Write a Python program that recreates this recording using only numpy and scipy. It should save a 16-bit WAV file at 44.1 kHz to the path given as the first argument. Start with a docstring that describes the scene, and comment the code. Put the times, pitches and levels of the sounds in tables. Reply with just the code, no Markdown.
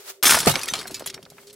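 """In a cluttered storage room a glass plate shatters: a dense crash in which the largest piece rings on,
then a heavy thud as the wreck lands, and shards that bounce and clink ever more thinly.
Glass is made of dying sine tones and gritty noise, knocks of tones and noise around one pitch.
Coloured noise gives the swish of wrapping before and after, a dull rumble and room air;
a fan is a faint, wavering sine hum."""
import sys
import numpy as np
from scipy import signal
from scipy.fft import rfft, irfft
from scipy.io import wavfile
from scipy.ndimage import uniform_filter1d

SR = 44100
rng = np.random.default_rng(int(sys.argv[2]) if len(sys.argv) > 2 else 0)


def waveform_to_disk(signal):
    """Save audio, clipped to [-1, 1], as 16-bit WAV at the path in sys.argv[1]."""
    frames = np.transpose(np.atleast_2d(signal))
    scaled = np.clip(frames, -1, 1) * 32767
    samples = np.round(scaled).astype(np.int16)
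    wavfile.write(sys.argv[1], SR, samples)


N = 68355
TIME = np.arange(N) / SR  # seconds since the scene began
AGE = TIME[:2 ** 15]  # seconds since a single sound began
CUTOFF_HZ = 15900
SPREAD = 0.25  # usual strength of what differs between the ears, against what they share
ATTACK_S = .0004  # time constant of the onset of a struck sound

# Glass striking and cracking. Each row: start in seconds, level in dB, body level in dB against it,
# treble level in dB against it, basic t60 (time to fall by 60 dB) in seconds.
CLINKS = [(0.227, -21.5, -6.5, -3, 0.22), (0.232, -31, 10.5, 11, 0.27), (.243, -24, 6.5, 10, 0.023),
          (0.254, -16, -1.5, 1.5, 0.13), (0.265, -21, -2, 4, 0.078), (.277, -25.5, 6, 12, 0.1),
          (.294, -20, 2, 2, 0.15), (0.303, -21.5, -23, 6.5, 0.18), (0.3081, -16, -5.5, 3, 0.054),
          (.311, -15.5, 0, -2, 0.023), (.3195, -22.5, 6.5, 6.5, 0.14), (0.333, -18, -25, -10, 0.16),
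          (0.3428, -27.5, 13.5, -6, 0.076), (.3485, -21.5, 13, 9, 0.031), (0.352, -19.5, 5.5, 2.5, 0.031),
          (.365, -29.5, -31, 2, 0.41), (.388, -22.5, -12, 2, 0.056), (0.403, -19, -11, 1.5, 0.042),
          (0.429, -35, 2, -8, 0.12), (0.447, -34, -15, -6, .1), (.459, -30, -4, 7.5, 0.063),
          (0.472, -17.5, -8, -0.5, 0.11), (0.477, -25, 2, 6, 0.14), (0.494, -25.5, -3, 4, 0.14),
          (.511, -25.5, -27, -3, 0.093), (0.538, -40, 10.5, 2, 0.45), (0.5554, -15.5, -6.5, -16.5, 0.035),
          (.592, -34.5, 0, 3, 0.061), (0.613, -30, -18, -6.5, 0.12), (0.6322, -25.5, -14, -1.5, 0.037),
          (.657, -38, -25, 4, 0.045), (0.68, -28, -7, -1, 0.033), (0.6848, -23.5, -13.5, -6.5, 0.064),
          (0.704, -44.5, 2, 3.5, 0.35), (0.7362, -20, -13, -10.5, 0.064), (0.753, -33, -8.5, -6.5, 0.21),
          (0.7893, -27.5, -46, -13.5, 0.12), (.812, -37, -3, -5, 0.11), (0.871, -42.5, -16, 6, 0.084),
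          (.878, -38, -7, 5, 0.049), (0.909, -42.5, -14, 0.5, 0.18), (.943, -32, -22, -4, 0.15),
          (0.995, -37, -24, 1, 0.075), (1.041, -38.5, -26, -35, 0.074), (1.06, -37.5, -7, 4, 0.072),
          (1.073, -27.5, -23, -4, 0.089), (1.0995, -25.5, -21, -12, 0.041), (1.134, -50.5, 2.5, -18, 0.044),
          (1.142, -31.5, -12, -7.5, 0.049), (1.2278, -45, -10, -4, 0.064), (1.252, -41, -18, -22, 0.035),
          (1.301, -44, -29, -0.5, 0.061), (1.4697, -48, -27, -4.5, 0.22), (1.498, -43.5, -23, -12, 0.083),
          (1.5286, -51.5, -22, 7.5, 0.12)]


def amp(db):
    """Turns decibels into a gain."""
    return 10 ** (np.asarray(db) / 20)


def unit(x):
    """Scales a sound to an rms (average strength) of 1."""
    return x / np.sqrt(np.mean(x ** 2) + 1e-20)


def read(points, hz):
    """Reads a curve of (Hz, value) points, with straight lines over log frequency."""
    point_hz, value = np.transpose(points)
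    return np.interp(np.log(hz + 1), np.log(point_hz), value)


def follow(points):
    """Turns (seconds, dB) points into a gain that moves over the whole scene."""
    return amp(np.interp(TIME, *np.transpose(points)))


def add(mix, s, sound):
    """Mixes a sound in at s seconds, cut off where the scene ends."""
    part = mix[:, max(round(s * SR), 0):][:, :sound.shape[-1]]
    part += sound[..., :part.shape[1]]


def colour(x, octave_db):
    """Filters white noise so that each octave gets the dB that octave_db gives for its frequency."""
    hz = np.fft.rfftfreq(x.shape[-1], 1 / SR)
    # white noise is stronger in higher octaves, as they are wider: the root evens this out
    gain = amp(octave_db(hz)) * np.sqrt(SR / np.sqrt(2) / (hz + 10))
    return irfft(rfft(x) * gain, x.shape[-1])


def pair(mid, side, spread=SPREAD):
    """Makes left and right from a common and a differing part."""
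    return np.array([mid + spread * side, mid - spread * side]) / np.hypot(1, spread)


def noise(size, spread=SPREAD):
    """Makes white noise that differs between the ears by spread."""
    return pair(*rng.standard_normal((2, size)), spread)


def decay(t60):
    """Rises quickly, then falls exponentially by 60 dB every t60 seconds."""
    return (1 - np.exp(-AGE / ATTACK_S)) * np.exp(-np.log(1000) * AGE / max(t60, 1e-3))


def mode(hz, db, t60):
    """One way a struck object vibrates: a dying sine tone, slightly out of step between the ears."""
    lag = rng.choice([-1, 1]) * SPREAD * np.array([[1], [-1]])
    return np.sqrt(2) * amp(db) * decay(t60) * np.sin(2 * np.pi * hz * AGE + lag)


def fan():
    """A sine hum that wavers in pitch and strength, over the quiet noise of room air."""
    # The wavering hum. Each row: time in seconds, pitch in Hz, level in dB.
    hum_path = [(0, 406, -48), (.03, 402, -55), (.1, 383, -51), (.14, 395, -59), (.2, 390, -54),
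                (1.19, 386, -54), (1.3, 405, -56), (1.45, 398, -55), (1.55, 420, -53)]
    # Room air. Each row: frequency in Hz, level in dB per octave.
    air_colour = [(25, -86), (60, -89), (250, -83), (550, -58), (1000, -94), (3000, -82), (8000, -97),
                  (16000, -95)]
    flutter_depth, flutter_hz, air_spread = .55, 28, 0.26
    when, hz, db = np.transpose(hum_path)
    # slow noise: little is left of it above flutter_hz
    flutter = unit(colour(noise(N), lambda f: -10 * np.log10(1 + (f / flutter_hz) ** 6)))
    strength = (1 + flutter_depth * flutter) / np.hypot(1, flutter_depth)
    phase = 2 * np.pi * np.cumsum(np.interp(TIME, when, hz)) / SR
    hum = np.sqrt(2) * amp(np.interp(TIME, when, db)) * strength * np.sin(phase)
    return hum + colour(noise(N, air_spread), lambda f: read(air_colour, f))


def wrapping():
    """Wrapping material slides and swishes: noise whose level trembles finely."""
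    # The swishes. Each row: time in seconds, level in dB.
    swish_level = [(0, -57.5), (.04, -60.5), (.075, -51), (.103, -45.5), (.125, -60.5), (.16, -67.5),
                   (.22, -81.5), (1.3, -73), (1.42, -63.5), (1.5, -73), (1.55, -91)]
    # Their tone. Each row: frequency in Hz, level in dB per octave.
    swish_colour = [(100, -28), (500, -3.5), (1300, 1.5), (2500, 2.5), (6000, 6.5), (11000, 6),
                    (16000, 7.5)]
    spread, grain_db = 0.85, 1
    grain = unit(uniform_filter1d(rng.standard_normal(N), size=90))  # smoothed over about 2 ms
    swish = colour(noise(N, spread), lambda f: read(swish_colour, f))
    return swish * follow(swish_level) * amp(grain_db * grain)


def rumble():
    """Things shift on the floor from the crash on: low noise that rises and fades."""
    # The rumble. Each row: time in seconds, level in dB.
    rumble_level = [(0, -92), (.22, -88), (.3, -46), (.6, -52.5), (.9, -53.5), (1.15, -57), (1.55, -64.5)]
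    # Its tone. Each row: frequency in Hz, level in dB per octave.
    rumble_colour = [(25, -11), (70, -11), (150, -2.5), (260, 0.5), (600, -10.5), (2000, -32.5)]
    return colour(noise(N), lambda f: read(rumble_colour, f)) * follow(rumble_level)


def splinters(t60=0.016, count=24):
    """Fine splinters patter at random: short ticks in groups, each group with a pitch of its own."""
    # The patter. Each row: time in seconds, level in dB.
    patter_level = [(.23, -34.5), (.3, -37.5), (.4, -40), (.52, -33), (.62, -47), (.8, -42), (.86, -53),
                    (1.1, -54), (1.25, -68.5), (1.55, -67)]
    # Its tone. Each row: frequency in Hz, change in dB per octave.
    patter_colour = [(100, -12.5), (400, -2), (1200, 2.5), (4500, -4), (10000, -3), (16000, -26)]
    ticks_per_s, scatter_db = 560, 4  # of all groups together; random strength of a tick
    tone_db, ring_s = -7.5, 0.066  # level and t60 of the pitched part before the patter is coloured
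    out = np.zeros((2, N))
    for _ in range(count):
        strength = amp(scatter_db * np.minimum(rng.exponential(1, N), 3))
        ticks = (rng.random(N) < ticks_per_s / count / SR) * strength
        tone = mode(rng.uniform(1976, 14000), tone_db, ring_s)
        tick = noise(len(AGE), spread=0.19) * decay(t60) + tone
        out += signal.oaconvolve(ticks[None], tick, axes=1)[:, :N]
    after_first_crack = TIME > CLINKS[0][0]
    patter = colour(unit(out), lambda f: read(patter_colour, f))
    return patter * follow(patter_level) * after_first_crack


def snaps(order=3):
    """Light debris snaps: a sharp click and a brief rattle, both through one broad resonance."""
    # Dry snaps. Each row: start in seconds, level in dB, centre in Hz, t60 of the rattle in seconds.
    snap_rows = [(.4715, -23, 1150, .07), (.815, -41, 1500, .04), (.8557, -33.5, 950, .035),
                 (1.004, -40.5, 1100, .055), (1.0615, -35.5, 1050, .05), (1.178, -40, 1150, .03),
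                 (1.2635, -45.5, 880, .04), (1.3825, -43, 1250, .055)]
    half_width_octaves, click_db = .95, 20.5
    out = np.zeros((2, N))
    for s, db, hz, t60 in snap_rows:
        click = amp(click_db) * (AGE == 0)  # a single sample
        drive = noise(len(AGE)) * decay(t60) + click
        low, high = hz / 2 ** half_width_octaves, hz * 2 ** half_width_octaves
        resonance = signal.butter(order, [low, high], "bandpass", fs=SR)
        gain = amp(db) * np.sqrt(SR / 2 / (high - low))  # makes up for the noise outside the band
        add(out, s, gain * signal.lfilter(*resonance, drive))
    return out


def knock(db, hz, t60):
    """A dull bump: the short push of contact, a ring at the centre pitch and a rattle around it."""
    half_width_octaves, skirt_db = 0.97, 15.5  # width of the rattle's hump, steepness of its flanks
    push_db, push_cycles = 3, 9.4  # level against the knock; t60 in cycles of the pitch
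    ring_db, rattle_db = -4.5, -2  # levels against the knock
    low_cut = 0.38  # part of the centre pitch under which a knock gives little

    def hump(f):
        octaves = np.log2((f + 1) / hz)
        flank = skirt_db * np.log10(1 + (octaves / half_width_octaves) ** 2)
        return db - flank - 6 * np.maximum(octaves - 2, 0)  # steeper from two octaves up

    rattle = amp(rattle_db) * colour(noise(len(AGE)), hump) * decay(t60)
    push = mode(hz, db + push_db, push_cycles / hz)
    bump = push + mode(hz, db + ring_db, t60) + rattle
    return signal.lfilter(*signal.butter(2, hz * low_cut, "highpass", fs=SR), bump)


def knocks():
    """Things land or shift with dull bumps; the heavy landing sets many modes of a surface ringing."""
    # Dull knocks. Each row: start in seconds, level in dB, centre pitch in Hz, t60 in seconds.
    knock_rows = [(.255, -29.5, 264, 0.22), (0.303, -31, 243, 0.25), (0.337, -42.5, 70, 0.19),
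                  (0.344, -23, 1436, 0.23), (0.37, -23, 680, 0.054), (.374, -22, 1440, 0.044),
                  (0.404, -43, 158, 0.12), (0.4688, -14, 440, 0.034), (.479, -28, 140.4, 0.22),
                  (.4745, -16.5, 726, 0.049), (.482, -22.5, 560, 0.025), (0.489, -21.5, 970, 0.064),
                  (0.54, -31.5, 810, .06), (0.548, -35, 259, 0.14), (0.563, -32, 516, 0.15),
                  (.724, -40, 205, 0.098), (0.738, -31, 775, 0.084), (0.789, -43, 436, 0.18),
                  (0.905, -37.5, 644, .04), (0.916, -40, 296, 0.075), (1.008, -36, 627, 0.03),
                  (1.022, -34, 526, 0.018), (1.062, -51, 445, 0.056), (1.062, -51.5, 160, 0.089),
                  (1.14, -53.5, 150, 0.15), (1.167, -46, 452, 0.074), (1.191, -45, 570, 0.02),
                  (1.234, -49, 166, 0.14), (1.318, -53.5, 165, 0.047), (1.32, -50.5, 610, 0.05)]
    # Modes of the surface that takes the fall. 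Each row: pitch in Hz, relative level in dB, t60 in seconds.
    surface_modes = [(105.4, -4, 0.18), (146.5, -0.5, 0.16), (184, 6.5, 0.054), (251, -5.5, 0.066),
                     (395, -4.5, 0.098), (465, -20, 0.044), (541, -4.5, 0.12), (624, -10.5, 0.048),
                     (697, 1, 0.084), (753, -2.5, 0.1), (871, -3, 0.1), (1261, -5, .09)]
    thud_s, thud_db = .4705, -18.5
    out = np.zeros((2, N))
    for s, *bump in knock_rows:
        add(out, s, knock(*bump))
    # every other mode starts upside down
    thud = sum((-1) ** k * mode(*row) for k, row in enumerate(surface_modes))
    add(out, thud_s, amp(thud_db) * thud)
    return out


def crackle(size):
    """An uneven train of tiny fractures: a gain of rms 1 that jumps at random moments."""
    scatter_db, grain_s = 5.5, .0007  # spread of the jumps, average time between them
    steps = np.cumsum(rng.random(size) < 1 / (grain_s * SR))
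    return unit(amp(scatter_db * np.clip(rng.standard_normal(size + 1), -2, 2))[steps])


def shard_modes(count=52, scatter_db=4.5):
    """The many unrelated modes of one shard: steady tones of random strength across the spectrum."""
    lines = np.zeros((2, len(AGE) // 2 + 1), complex)
    hz = 1200 + (np.arange(count) + rng.random(count)) / count * (CUTOFF_HZ - 1200)
    strength = amp(scatter_db * rng.standard_normal(count))
    phase = 2 * np.pi * rng.random((2, count))
    lines[:, (hz * len(AGE) / SR).astype(int)] = strength * np.exp(1j * phase)
    return unit(irfft(lines))


def clink(s, db, body_db, treble_db, t60):
    """A blow on glass: a sharp crack, a gritty scrape and the ringing modes of one shard."""
    # Where the shards lie; the landing throws them wide.
    # Each row: time in seconds, spread from 0 to 1, left minus right in dB.
    scatter_path = [(.23, 0.19, 1.5), (.44, 0, 0.4), (.472, 0.97, 0), (.495, 0.7, -3), (0.513, 0.35, 9),
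                    (.554, 0.17, -3), (.6, 0.14, 1), (1.55, 0.25, -1)]
    bass_db, low_mid_db, top_db = -37, -14, -8  # first two against the body, last against the treble
    ring_share = .6  # the modes' part of the power, the rest is scrape
    ring_life, grit_life = 0.66, 0.98  # decay times of modes and scrape, as parts of the blow's t60
    crack_db, crack_t60_s = -0.5, 0.0093
    when, spreads, pans_db = np.transpose(scatter_path)
    spread, pan_db = np.interp(s, when, spreads), np.interp(s, when, pans_db)
    body, treble = db + body_db, db + treble_db
    shape = [(100, body + bass_db), (450, body + low_mid_db), (1110, body),
             (4280, db), (11100, treble), (15000, treble + top_db)]  # (Hz, dB per octave)
    ring = pair(*shard_modes(), spread)
    grit = noise(len(AGE), spread) * crackle(len(AGE))
    crack = noise(len(AGE), spread) * crackle(len(AGE))
    ring, grit, crack = colour(np.array([ring, grit, crack]), lambda f: read(shape, f))
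    sound = np.sqrt(ring_share) * ring * decay(t60 * ring_life)
    sound += np.sqrt(1 - ring_share) * grit * decay(t60 * grit_life)
    sound += amp(crack_db) * crack * decay(crack_t60_s)
    return sound * amp([[pan_db / 2], [-pan_db / 2]])


def glass():
    """The plate bursts, its largest piece rings in its own modes and the shards bounce."""
    # Pitches of the largest piece's modes in Hz.
    plate_hz = [3518, 4030, 5152, 5741, 6366, 6966, 7623, 8332, 8485, 8986, 9591, 10070, 10983, 12099,
                13363]
    # The same modes in the same order. Each row: relative level in dB, t60 in seconds.
    plate_modes = [(-4.5, 0.59), (-8, 0.51), (2.5, 0.42), (-10, 0.9), (-1.5, 0.35), (-4, 0.2), (-25, 0.79),
                   (-12, 0.225), (-4, .55), (-6, 0.49), (-5, 0.55), (-4.5, 0.57), (-5.5, 0.69), (-8, 0.19),
                   (-6, 0.28)]
    # Clear notes of single shards. Each row: start in seconds, pitch in Hz, level in dB, t60 in seconds.
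    shard_notes = [(.233, 11630, -17.5, 0.079), (.234, 12300, -20, 0.088), (0.23, 8500, -21.5, 0.14),
                   (.295, 2415, -14, 0.024), (0.405, 7623, -28, 0.067), (0.458, 8130, -23, 0.056),
                   (0.516, 3890, -34, 0.3), (0.577, 6070, -37.5, 0.19), (0.634, 2480, -28, 0.051),
                   (0.635, 10400, -30.5, 0.068), (.686, 3670, -36, 0.23), (.686, 1900, -27.5, 0.035),
                   (0.633, 5650, -29, 0.06), (.633, 7260, -36, 0.049), (0.686, 6150, -34, 0.081),
                   (0.7, 6120, -25.5, 0.069), (.737, 2320, -34.5, 0.15), (0.735, 7270, -33, 0.11),
                   (0.875, 4170, -38.5, 0.1), (.943, 2316, -45, 0.17), (0.944, 2645, -44.5, 0.22),
                   (0.944, 4950, -35.5, 0.13), (0.943, 6970, -30.5, 0.056), (1.063, 10030, -26.5, 0.062),
                   (1.062, 13700, -33, 0.052), (1.061, 3320, -38, 0.14), (1.063, 6990, -31.5, 0.073),
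                   (1.143, 5550, -37.5, 0.067)]
    plate_s, plate_db = .255, -21
    out = np.zeros((2, N))
    for s, *blow in CLINKS:
        add(out, s, clink(s, *blow))
    plate = sum(mode(hz, *row) for hz, row in zip(plate_hz, plate_modes))
    add(out, plate_s, amp(plate_db) * plate)
    for s, *note in shard_notes:
        add(out, s, mode(*note))
    return out


def room(x):
    """Adds quick reflections from nearby clutter and a short tail that dies at its own rate per pitch."""
    # How fast the tail dies. Each row: frequency in Hz, t60 in seconds.
    tail_t60 = [(80, 0.41), (300, 0.21), (1500, 0.21), (6000, 0.1), (15000, 0.16)]
    early_db, early_t60_s, tail_db = -22, 0.053, -22.5
    shape = (2, 2, len(AGE))  # early and tail, each for two ears
    # sparse random reflections, none in the first 2 ms
    early, tail = rng.standard_normal(shape) * (rng.random(shape) < .1) * (AGE > .002)
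    hz, t, bands = signal.stft(tail, SR, nperseg=256)
    fall = np.exp(-np.log(1000) * t / read(tail_t60, hz)[:, None])
    tail = signal.istft(bands * fall, SR)[1][:, :len(AGE)]
    echo = amp(early_db) * unit(early * decay(early_t60_s)) + amp(tail_db) * unit(tail)
    return x + signal.fftconvolve(x, echo / np.sqrt(len(AGE)), axes=1)[:, :N]


def scene():
    """Mixes everything and sets how wide each pitch range sounds: narrower near 150 Hz, wide in the treble."""
    # Change of the left-right difference. Each row: frequency in Hz, gain in dB.
    width_curve = [(60, 1), (150, -5.5), (500, 1.5), (1500, -1.5), (4500, 1.5), (9000, 2.5), (14000, 3.5)]
    events = glass() + knocks() + snaps() + splinters() + wrapping() + rumble()
    left, right = room(events) + fan()
    mid = (left + right) / 2
    width = amp(read(width_curve, np.fft.rfftfreq(N, 1 / SR)))
    side = irfft(rfft((left - right) / 2) * width, N)
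    return np.array([mid + side, mid - side])


def record(dry):
    """The microphone's bass roll-off, soft overload on the highest peaks, then the band limit."""
    thin = signal.lfilter(*signal.butter(2, 45, "highpass", fs=SR), dry)
    held = thin / (1 + thin ** 6) ** (1 / 6)  # bends gently towards full scale
    low_pass = signal.firwin(511, CUTOFF_HZ, window=("kaiser", 9), fs=SR)
    return signal.oaconvolve(held, low_pass[None], "same")


dry = scene()
out = record(dry)
waveform_to_disk(out)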